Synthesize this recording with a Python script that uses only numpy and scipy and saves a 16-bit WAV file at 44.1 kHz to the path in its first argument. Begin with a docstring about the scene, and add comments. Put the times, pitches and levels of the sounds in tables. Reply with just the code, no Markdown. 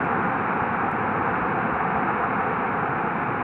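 """Calm open water, heard from a boat: far away an iceberg rolls over.
Falling ice and churned water, made of shaped noise and random splashes, merge into a steady, dull roar.
Under it lie a low rumble of shaped noise and a few soft thuds and knocks made of short sine swells.
A hard surface near the microphone hollows the roar; a few tiny ticks of ringing noise sound close by,
over faint microphone hiss."""
import sys
import numpy as np
from scipy import signal
from scipy.fft import rfft, irfft
from scipy.io import wavfile

SR = 44100
rng = np.random.default_rng(int(sys.argv[2]) if len(sys.argv) > 2 else 0)


def transcribe(signal):
    """Save signal, clipped to [-1, 1], as a 16-bit WAV file at the path in sys.argv[1]."""
    frames = np.atleast_2d(signal).T
    limited = np.clip(frames, -1, 1)
    pcm = np.round(limited * 32767).astype(np.int16)
    wavfile.write(sys.argv[1], SR, pcm)


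N = 151263  # length in samples

# Colour of the churned ice and water before hollowing. Each row: frequency in Hz, relative density in dB.
ROAR_SPECTRUM = [(200, -27), (300, -14.5), (440, -2), (520, -1.5), (700, 0), (790, 2), (950, -2.5),
                 (1300, -2.5), (1500, -5), (1750, -9.5), (1980, -17), (2250, -14), (2600, -20), (3000, -33),
                 (3400, -42), (3750, -42), (4300, -55), (4800, -56.5), (5500, -67), (7000, -89),
                 (12000, -120)]
# Strength of the roar. Each row: time in seconds, rms level in dB.
ROAR_LEVEL = [(0, -24.5), (.65, -24.5), (1.07, -25.5), (1.27, -24.4), (1.55, -24.5), (1.8, -25),
              (2.0, -24.5), (2.4, -24.5), (2.9, -25.5), (3.43, -26)]
# Colour of the rolling mass. Each row: frequency in Hz, relative density in dB.
RUMBLE_SPECTRUM = [(15, -33), (25, -28), (40, -19), (50, -27.5), (70, -13.5), (98, -6), (130, -4.5),
                   (182, 1), (222, -1), (255, -.5), (303, -7.5), (340, -2.5), (385, -15.5), (500, -17.5),
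                   (900, -71.5), (3000, -120)]
# Strength of the rumble. Each row: time in seconds, rms level in dB.
RUMBLE_LEVEL = [(0, -30), (.6, -31), (.92, -31), (1.4, -31.5), (2.5, -32), (3.43, -32)]
# Colour of the microphone hiss. Each row: frequency in Hz, relative density in dB.
HISS_SPECTRUM = [(5500, 0), (6600, -1.5), (9800, -1.5), (11500, -5), (15500, -8)]
# Tiny close ticks. Each row: start in seconds, peak level in dB, centre in Hz, decay time in seconds.
TICKS = [(.045, -61, 6000, 0.0051), (.051, -58, 5970, .005), (.093, -65.5, 7000, .003),
         (.108, -69, 12500, .004), (.12, -66.5, 10500, 0.0065), (.205, -69, 6500, .002),
         (.9150, -45, 8160, .0006), (3.236, -64, 7000, 0.0046)]
# Blocks that plunge or knock together. Each row: start in seconds, pitch in Hz, peak of the swell in dB.
THUDS = [(1.395, 62, -37), (1.715, 72, -37), (1.918, 790, -21.5), (1.944, 74, -36.5), (2.033, 790, -17),
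         (2.075, 99, -36.5), (2.885, 141, -25), (3.276, 135, -28.5)]

# Single splashes that stand out of the wash; the share is of its power.
SPLASHES_PER_S, SPLASH_SPREAD_DB, SPLASH_SHARE = 2500, 2.14, .18
# The band that the nearby reflection cancels, and the gain left at its centre.
HOLLOW_HZ, HOLLOW_WIDTH_HZ, HOLLOW_DB = 605.3, 219, -16
ROAR_FLICKER_DB, RUMBLE_FLICKER_DB = .09, .2  # rms wander of the level
HISS_DB = -79.5  # rms level
TICK_WIDTH_HZ = 6500  # of each of the two resonances in a row
TICK_TAIL_DB, TICK_TAIL_S = -22, .013
THUD_RISE_CYCLES = 1.7
EDGE_S, CUTOFF_HZ = .004, 15500


def from_db(db):
    """Decibels to gain."""
    return 10 ** (np.asarray(db) / 20)


def rms_one(x):
    """Scale to rms 1."""
    return x / np.sqrt(np.mean(x ** 2) + 1e-20)


def in_time(rows):
    """Join (seconds, value) rows by straight lines."""
    return np.interp(np.arange(N) / SR, *np.transpose(rows))


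def coloured(x, spectrum):
    """Filter a steady sound along a curve of (Hz, dB) points, straight over log frequency; rms 1."""
    hz, db = np.transpose(spectrum)
    bins = np.maximum(np.fft.rfftfreq(N, 1 / SR), 1)
    gain = from_db(np.interp(np.log(bins), np.log(hz), db))
    return rms_one(irfft(rfft(x) * gain, N))


def drift(rate):
    """Slow random wander, mostly below `rate` Hz; rms 1."""
    bins = np.fft.rfftfreq(N, 1 / SR)
    lowpass = 1 / (1 + (bins / rate) ** 2)
    return rms_one(irfft(rfft(rng.standard_normal(N)) * lowpass, N))


def resonance(x, hz, width_hz):
    """One resonance with gain 1 at its centre."""
    b, a = signal.iirpeak(hz, hz / width_hz, fs=SR)
    return signal.lfilter(b, a, x)


def roar():
    """Countless splashes over a smooth wash, dulled by distance and hollowed by a nearby reflection."""
    born = rng.random(N) < SPLASHES_PER_S / SR
    size_db = SPLASH_SPREAD_DB * np.minimum(rng.exponential(1, N), 4)
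    splashes = rms_one(born * from_db(size_db) * rng.choice([-1, 1], N))
    smooth = rng.standard_normal(N)
    mix = np.sqrt(SPLASH_SHARE) * splashes + np.sqrt(1 - SPLASH_SHARE) * smooth
    wash = coloured(mix, ROAR_SPECTRUM)

    # Taking a resonance away leaves a dip in the spectrum.
    hollow_band = resonance(wash, HOLLOW_HZ, HOLLOW_WIDTH_HZ)
    hollowed = wash - (1 - from_db(HOLLOW_DB)) * hollow_band
    level_db = in_time(ROAR_LEVEL) + ROAR_FLICKER_DB * drift(rate=20)
    return rms_one(hollowed) * from_db(level_db)


def rumble():
    """The turning mass as low noise with a slightly lumpy level."""
    low_noise = coloured(rng.standard_normal(N), RUMBLE_SPECTRUM)
    level_db = in_time(RUMBLE_LEVEL) + RUMBLE_FLICKER_DB * drift(rate=8)
    return low_noise * from_db(level_db)


def hiss():
    """Steady microphone noise, faint and high."""
    return from_db(HISS_DB) * coloured(rng.standard_normal(N), HISS_SPECTRUM)


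def ticks():
    """Bright little snaps: decaying noise through two equal resonances, each with a faint, short tail."""
    out = np.zeros(N)
    for start_s, peak_db, hz, decay_s in TICKS:
        since_start = np.arange(N) / SR - start_s
        age = np.maximum(since_start, 0)
        tail = from_db(TICK_TAIL_DB) * np.exp(-age / TICK_TAIL_S)
        fall = np.exp(-age / decay_s) + tail
        burst = rng.standard_normal(N) * (since_start >= 0) * fall
        snap = resonance(resonance(burst, hz, TICK_WIDTH_HZ), hz, TICK_WIDTH_HZ)
        out += from_db(peak_db) * snap / np.abs(snap).max()
    return out


def thuds():
    """Each distant blow is a sine that swells and dies within a few cycles."""
    out = np.zeros(N)
    for start_s, hz, peak_db in THUDS:
        cycles = np.maximum(np.arange(N) / SR - start_s, 0) * hz
        age = cycles / THUD_RISE_CYCLES
        swell = (age * np.exp(1 - age)) ** 2  # reaches 1 at age 1
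        tone = np.sin(2 * np.pi * (cycles + rng.random()))
        out += from_db(peak_db) * swell * tone
    return out


def scene():
    """Roar, rumble, ticks and thuds over faint hiss, in mono."""
    mono = roar() + rumble() + hiss() + ticks() + thuds()
    return mono[None]


def record(dry):
    """Open and close the sound with short fades and cut the top steeply."""
    to_nearest_end = np.minimum(np.arange(N), np.arange(N)[::-1])
    edges = np.sin(np.pi / 2 * np.minimum(to_nearest_end / (EDGE_S * SR), 1)) ** 2
    # order 10, 0.1 dB ripple, 80 dB down above the cutoff
    lowpass = signal.ellip(10, .1, 80, CUTOFF_HZ, fs=SR, output="sos")
    return signal.sosfilt(lowpass, dry * edges)


dry = scene()
out = record(dry)
transcribe(out)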